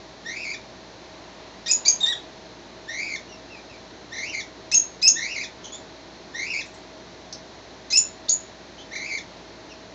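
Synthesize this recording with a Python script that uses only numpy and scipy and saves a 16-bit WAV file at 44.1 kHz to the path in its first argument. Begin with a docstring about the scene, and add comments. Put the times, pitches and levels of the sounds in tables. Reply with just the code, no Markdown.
"""A fan hums throughout in a small living room. A little way off, a small animal gives a
fast-trilled whine. Fur and blanket rustle as a cat grooms a fox kit on the sofa. The small
animal chirps twice, its voice leaping up to a whistle, and lets out a squeak that cracks.
More whines follow, mixed with soft peeps, more chirps and, later on, three dry ticks.
A narrow-band recorder takes it all in and cuts off the highest treble."""
import sys
import numpy as np
from scipy import signal
from scipy.fft import rfft, irfft
from scipy.io import wavfile

SR = 44100
rng = np.random.default_rng(int(sys.argv[2]) if len(sys.argv) > 2 else 0)


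def inscribe(sig):
    """Save sig as 16-bit PCM at rate SR to the path in sys.argv[1].

    A 1-D sig is mono; a 2-D sig holds one channel per row.
    Samples are clipped to [-1, 1] before scaling.
    """
    pcm = np.round(np.clip(np.atleast_2d(sig).T, -1, 1) * 32767)
    wavfile.write(sys.argv[1], SR, pcm.astype(np.int16))


N = 438354


def from_db(db):
    """Turn decibels into a number to multiply by."""
    return 10 ** (np.asarray(db) / 20)


def unit_power(x):
    """Scale a signal so that its average power is 1."""
    return x / np.sqrt(np.mean(x ** 2) + 1e-20)


def gain_at(colour, hz):
    """Read the strength at a frequency from rows of frequency_hz, level_db."""
    points_hz, db = np.transpose(colour)
    return from_db(np.interp(np.log(np.maximum(hz, 1)), np.log(points_hz), db))


def coloured_noise(colour, size):
    """Noise with a chosen balance of low and high frequencies."""
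    hz = np.fft.rfftfreq(size, 1 / SR)
    return unit_power(irfft(rfft(rng.standard_normal(size)) * gain_at(colour, hz), size))


def wander(rate_hz, size):
    """A smooth random wobble, mostly slower than rate_hz."""
    hz = np.fft.rfftfreq(size, 1 / SR)
    return unit_power(irfft(rfft(rng.standard_normal(size)) / (1 + (hz / rate_hz) ** 2), size))


def bump(t, middle, width):
    """A bell-shaped swell of height 1."""
    return np.exp(-((t - middle) / width) ** 2)


def phase_of(hz):
    """How far a vibration has turned at each sample, in radians."""
    return 2 * np.pi * np.cumsum(hz) / SR


def controls(rows, fade_s):
    """Turn timed rows into a call's first sample, its fade in and out, and one curve per column."""
    times, *columns = np.transpose(rows)
    t = np.arange(times[0] - fade_s / 2, times[-1] + fade_s, 1 / SR)
    from_edge_s = np.minimum(t - t[0], t[-1] - t)
    fade = np.sin(np.pi / 2 * np.clip(from_edge_s / fade_s, 0, 1)) ** 2
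    return int(t[0] * SR), fade, [np.interp(t, np.sort(times), column) for column in columns]


# The low and high parts of the fan's rush of air: frequency_hz, level_db
AIR_LOW = [(25, -39), (45, -22), (70, -11.5), (90, -5.5), (125, -3), (150, -8), (180, -2.5), (215, -4.5),
           (260, -1.5), (350, 1), (470, -4.5), (620, -4.5), (950, -6.5), (1250, -12.5)]
AIR_HIGH = [(1900, -11.5), (2900, -17), (3500, -14.5), (4150, -10), (4800, -17), (6300, -18.5), (7000, -24),
            (7600, -34.5), (9000, -27.5)]
# Motor and duct tones: pitch_hz, level_db, unsteadiness_0_to_1
FAN_TONES = [(57.5, -60, .05), (180, -62, .5), (639, -54.5, .55)]

def fan(air_db=-44, waver_hz=16):
    """Rushing air with a few wavering motor and duct tones in it."""
    out = from_db(air_db) * coloured_noise(AIR_LOW + AIR_HIGH, N)
    for hz, db, unsteady in FAN_TONES:
        waver = wander(waver_hz, N) + 1j * wander(waver_hz, N)   # shakes both level and phase
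        strength = np.sqrt(2 * (1 - unsteady ** 2)) + unsteady * waver
        out += from_db(db) * np.real(strength * np.exp(2j * np.pi * hz * np.arange(N) / SR))
    return out


# How well the throat passes each frequency: frequency_hz, level_db
THROAT = [(1600, -3), (2200, -2.6), (2800, -4.8), (3700, -8), (4400, -10.5), (5100, -12), (5900, -9),
          (6600, -13), (7300, -22), (8000, -45)]
# The hoarse noise in all the animal's calls: frequency_hz, level_db
HOARSE_COLOUR = [(400, -21), (1500, -16.5), (3000, -18.5), (4300, 4), (6000, 3.5), (7000, -6), (8000, -31),
                 (10000, -36.5)]

def trilled_voice(rows, trill_hz=80, swing=0.081, jitter=.018, throb_db=3, shimmer_db=4, hoarse_db=-23):
    """A hoarse squeal whose pitch and strength flutter very fast."""
    start, fade, (hz, db, overtones_db, trill) = controls(rows, fade_s=.005)
    size = len(hz)
    beat = phase_of(trill_hz * (1 + 0.1073 * wander(27.8, size))) + rng.uniform(0, 2 * np.pi)
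    flutter = np.sin(beat) - 0.22 * np.sin(2 * beat)   # each beat climbs slowly and drops fast
    hz = hz * (1 + trill * (swing * flutter + jitter * wander(400, size)))
    phase = phase_of(hz)
    overtones = sum(gain_at(THROAT, k * hz) * np.sin(k * phase) for k in (2, 3, 4))
    overtones += from_db(hoarse_db) * trill * coloured_noise(HOARSE_COLOUR, size)
    tone = gain_at(THROAT, hz) * np.sin(phase) + from_db(overtones_db) * overtones
    pulsing_db = throb_db * np.cos(beat) + shimmer_db * wander(79, size)
    return start, np.sqrt(2) * fade * tone * from_db(db + trill * pulsing_db)


# Whines: start_s, length_s, opening_hz, catch_hz, crest_after_s, climb_s, crest_hz,
# closing_hz, flick_hz, level_db, swell_db, overtones_db
WHINE_CALLS = [ (0.248, 0.3, 1812, 50, .176, .080, 2607, 2335, 134, -31, 4.5, -.5),
               (2.876, 0.29, 1855, 40, 0.2, 0.097, 2405, 2215, -6, -29.5, 4.5, -1.5),
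               (4.113, .300, 1920, 170, 0.19, 0.054, 2875, 2228, 20, -31.5, 7.5, 0.5),
               (5.153, .293, 1888, 50, .177, .068, 2745, 2096, 437, -28.5, 4, 1),
               (6.337, .281, 1897, 50, 0.17, 0.054, 2693, 2384, 289, -28.5, 4, -1),
               (8.909, 0.28, 2034, 220, .170, 0.032, 2492, 2184, 27, -31.5, 7.5, -1), ]

def whine(start_s, length_s, opening_hz, catch_hz, crest_after_s, climb_s, crest_hz,
          closing_hz, flick_hz, level_db, swell_db, overtones_db, slack_hz=1704, slack_db=-12.5):
    """Effort rises, holds and lets go; the pitch catches, arches to a crest and ends on a flick."""
    t = np.linspace(0, length_s, num=150)
    left_s = length_s - t
    release = np.minimum(left_s / 0.018, 1)
    effort = np.minimum(t / 0.0221, 1) * release
    push = bump(t, .016, 0.0093)   # the voice starts with a push
    catch = bump(t, .054, .028) * np.cos(2 * np.pi * 39 * (t - .054))   # a brief early wobble
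    crest = bump(t, crest_after_s, np.where(t < crest_after_s, climb_s, .028))
    flick = bump(left_s, .024, 0.017)
    base_hz = np.interp(t, [0, length_s], [opening_hz, closing_hz])
    hz = base_hz + catch_hz * catch + (crest_hz - base_hz) * crest + flick_hz * flick
    hz = slack_hz + (hz - slack_hz) * effort   # with less effort the voice sags
    db = level_db + 4 * push + swell_db * (t / length_s - .5) - 2 * crest + slack_db * (1 - effort)
    bright_db = overtones_db - push + 10.5 * (1 - release)
    trill = 0.76 * np.minimum(t / .045, 1) * np.minimum(left_s / 0.041, 1)
    return trilled_voice(np.column_stack([start_s + t, hz, db, bright_db, trill]))


# Bouts of grooming: middle_s, half_length_s, level_db
GROOMING_BOUTS = [(1.38, 0.48, -52), (2.02, 0.27, -46.5), (5.7, 0.15, -53), (9.35, 0.19, -52.5)]
# The sound of brushed fur and blanket: frequency_hz, level_db
FUR_COLOUR = [(100, -12.5), (300, -9.5), (600, 0), (950, 3), (1500, -12), (3000, -8), (7000, -27)]

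def rustle(patchy_db=1.0, stroke_hz=9):
    """Fur and cloth brush softly as the cat shifts and licks."""
    t = np.arange(N) / SR
    level = sum(from_db(db) * bump(t, middle, width) for middle, width, db in GROOMING_BOUTS)
    return coloured_noise(FUR_COLOUR, N) * level * from_db(patchy_db * wander(stroke_hz, N))


# The strength of the extra tones in a cracked voice: frequency_hz, level_db
UNDERTONE_COLOUR = [(1700, -10), (2100, -14), (2600, -10), (3300, -13), (4500, -10), (5700, -8), (6100, -2),
                    (6800, -5), (7700, -18), (9000, -30)]

def whistling_voice(rows, octave_db=-23, upper_tone_db=1.5, jitter=0.052, shimmer_db=3, shake_hz=450):
    """A whistle. When its vibration repeats only every second cycle, two extra tones appear."""
    start, fade, (hz, db, undertone_db, rough) = controls(rows, fade_s=.003)
    size = len(hz)
    phase = phase_of(hz * (1 + jitter * rough * wander(shake_hz, size)))
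    tone = np.sin(phase) + from_db(octave_db) * np.sin(2 * phase)
    for ratio, extra_db in ((0.5, 0), (1.5, upper_tone_db)):
        strength = from_db(undertone_db + extra_db) * gain_at(UNDERTONE_COLOUR, ratio * hz)
        tone += strength * np.sin(ratio * phase)
    tone += from_db(-7) * rough ** 2 * coloured_noise(HOARSE_COLOUR, size)   # the vibration breaks up
    return start, np.sqrt(2) * fade * tone * from_db(db + shimmer_db * rough * wander(shake_hz, size))


# Chirps: start_s, undertone_db, then (length_s, pitch_hz, level_db) for rasp, cracked tone and whistle
CHIRP_CALLS = [ (1.660, 2, (.022, 3800, -32), (0.031, 5040, -22.5), (0.024, 6860, -16)),
               (1.850, -1.5, (.008, 3960, -30.5), (0.024, 4720, -18.5), (0.023, 6500, -13.5)),
               (4.715, 7, (0.0071, 4020, -31.5), (0.022, 5310, -22.5), (0.065, 6540, -17)),
               (5.016, -0.5, (.011, 3960, -32.5), (0.051, 5230, -16), (.034, 6640, -12)),
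               (7.903, 1, (0.024, 4200, -30), (.046, 5290, -17.5), (0.037, 6980, -17)),
               (8.284, -27, (0.0046, 3620, -30), (0.0053, 4400, -22), (0.047, 6860, -19)), ]

def chirp(start_s, undertone_db, *stages, leap_s=.001, settle_s=0.0099):
    """The voice leaps up through three stages; in each it steadies while the pitch creeps higher."""
    # climb_share, swell_db, first_roughness_0_to_1, settled_roughness_0_to_1, undertone_db
    rasp = (.03, 4.6, 1.0, 0.69, undertone_db + 1.5)
    cracked = (.075, 6.7, 0.47, .11, undertone_db)
    whistle = (.025, -11, .5, 0.18, -28)
    rows, progress = [], np.linspace(0, 1, num=20)
    for (length_s, pitch_hz, level_db), manner in zip(stages, (rasp, cracked, whistle)):
        climb, swell_db, first, settled, under_db = manner
        t = progress * max(length_s - leap_s, 1 / SR)
        hz = pitch_hz * (1 + climb * (progress ** 1.8 - .5))   # climbs faster near the stage's end
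        db = level_db + swell_db * (progress - .5)
        rough = settled + (first - settled) * np.exp(-t / settle_s)
        rows.extend(zip(start_s + t, hz, db, np.full_like(t, under_db), rough))
        start_s += length_s
    return whistling_voice(rows)


# The path of one nearly level squeak: time_s, pitch_hz, level_db
SQUEAK_PATH = [(2.003, 3640, -37), (2.013, 3770, -20.5), (2.025, 3760, -26.5), (2.031, 3760, -16),
               (2.039, 3620, -16.5), (2.071, 3645, -29), (2.089, 3857, -17), (2.097, 3820, -22.5),
               (2.13, 3837, -22.5)]

def squeak(crack_at_s=2.066, crack_s=0.0064, drop_hz=477):
    """The voice starts rough, clears, then cracks and carries on with a lower tone beneath it."""
    times, pitch_hz, level_db = np.transpose(SQUEAK_PATH)
    t = np.linspace(times[0], times[-1], num=100)
    hz = np.interp(t, times, pitch_hz) - drop_hz * bump(t, times[-1], 0.0063)   # gives way at the end
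    undertone_db = np.where(t < crack_at_s - crack_s, -24.5, 1)
    rough = 0.1 + 0.86 * (bump(t, times[0], crack_s) + bump(t, crack_at_s, crack_s))
    rows = np.column_stack([t, hz, np.interp(t, times, level_db), undertone_db, rough])
    return whistling_voice(rows, octave_db=-17.5, upper_tone_db=-12.5)


# Peeps: start_s, length_s, first_hz, last_hz, level_db, overtones_db, trill_0_to_1
PEEP_CALLS = [ (3.288, .065, 2980, 2660, -46, 5, 0.2), (3.504, 0.075, 2760, 2350, -41, -4, 0.16),
              (3.694, .070, 2740, 2220, -47, -1, .4), (5.634, 0.0486, 3280, 3100, -41.5, 6, 1.0),
              (5.722, 0.035, 3340, 3580, -33.5, 12.5, 0.3), (8.782, 0.036, 3030, 3340, -41.5, -3, .6),
              (9.694, 0.033, 3050, 2560, -44.5, 3, 0.4), ]

def peep(start_s, length_s, first_hz, last_hz, level_db, overtones_db, trill):
    """The voice makes one short, soft slide in pitch."""
    return trilled_voice([(start_s, first_hz, level_db, overtones_db, trill),
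                          (start_s + length_s, last_hz, level_db, overtones_db, trill)])


# Ticks: start_s, level_db, brightness_factor (multiplies the frequencies below)
DRY_TICKS = [(6.660, -43, 1.3), (6.742, -43, 1.44), (7.326, -26.5, 1.01)]
# The noise in a tick: frequency_hz, level_db
TICK_NOISE = [(1000, -32), (2800, -31), (3900, -0.5), (5300, 8), (6100, 4.5), (7000, -21), (9000, -9)]

def tick(start_s, level_db, brightness, decay_s=0.057):
    """A bright burst of noise that dies at once, falling 60 dB in decay_s."""
    t = np.arange(SR // 10) / SR
    colour = [(hz * brightness, db) for hz, db in TICK_NOISE]
    return int(start_s * SR), coloured_noise(colour, len(t)) * from_db(level_db - 60 * t / decay_s)


def room(sound, direct_db=-2.5, early_db=-4.5, tail_db=-7, early_decay_s=0.15, tail_decay_s=0.26):
    """The sound arrives directly, then as echoes off walls and furniture that blur into a tail."""
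    first_echo_s, echoes_per_s = 0.002, 2500
    t = np.arange(SR // 2) / SR
    arrived = t > first_echo_s
    echoes = rng.choice([-1, 1], len(t)) * (rng.random(len(t)) < echoes_per_s / SR)
    early = echoes * arrived * from_db(-60 * t / early_decay_s)
    tail = rng.standard_normal(len(t)) * arrived * from_db(-60 * t / tail_decay_s)
    response = from_db(early_db) * early / np.linalg.norm(early)
    response += from_db(tail_db) * tail / np.linalg.norm(tail)
    return from_db(direct_db) * sound + signal.fftconvolve(sound, response)[:N]


def scene():
    """The calls and ticks echo in the room, over the fan and the rustle."""
    sounds = [whine(*row) for row in WHINE_CALLS]
    sounds += [chirp(*row) for row in CHIRP_CALLS] + [squeak()]
    sounds += [peep(*row) for row in PEEP_CALLS]
    sounds += [tick(*row) for row in DRY_TICKS]
    mix = np.zeros(N)
    for start, sound in sounds:
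        mix[start:start + len(sound)] += sound[:N - start]
    return (room(mix) + fan() + rustle())[None]


def record(dry, overload=.6, edge_hz=7400, rate_hz=16000, mirror_db=-37, cutoff_hz=9100):
    """The recorder's low sampling rate cuts the treble and leaves a faint mirror image above it."""
    rounded = dry / (1 + (dry / overload) ** 6) ** (1 / 6)   # the loudest whistles overload slightly
    band = signal.sosfilt(signal.butter(16, edge_hz, fs=SR, output="sos"), rounded)
    mirror = from_db(mirror_db) * 2 * band * np.cos(2 * np.pi * rate_hz * np.arange(N) / SR)
    steep_cut = signal.ellip(10, .2, 90, cutoff_hz, fs=SR, output="sos")
    return signal.sosfilt(steep_cut, band + mirror)


dry = scene()
out = record(dry)
inscribe(out)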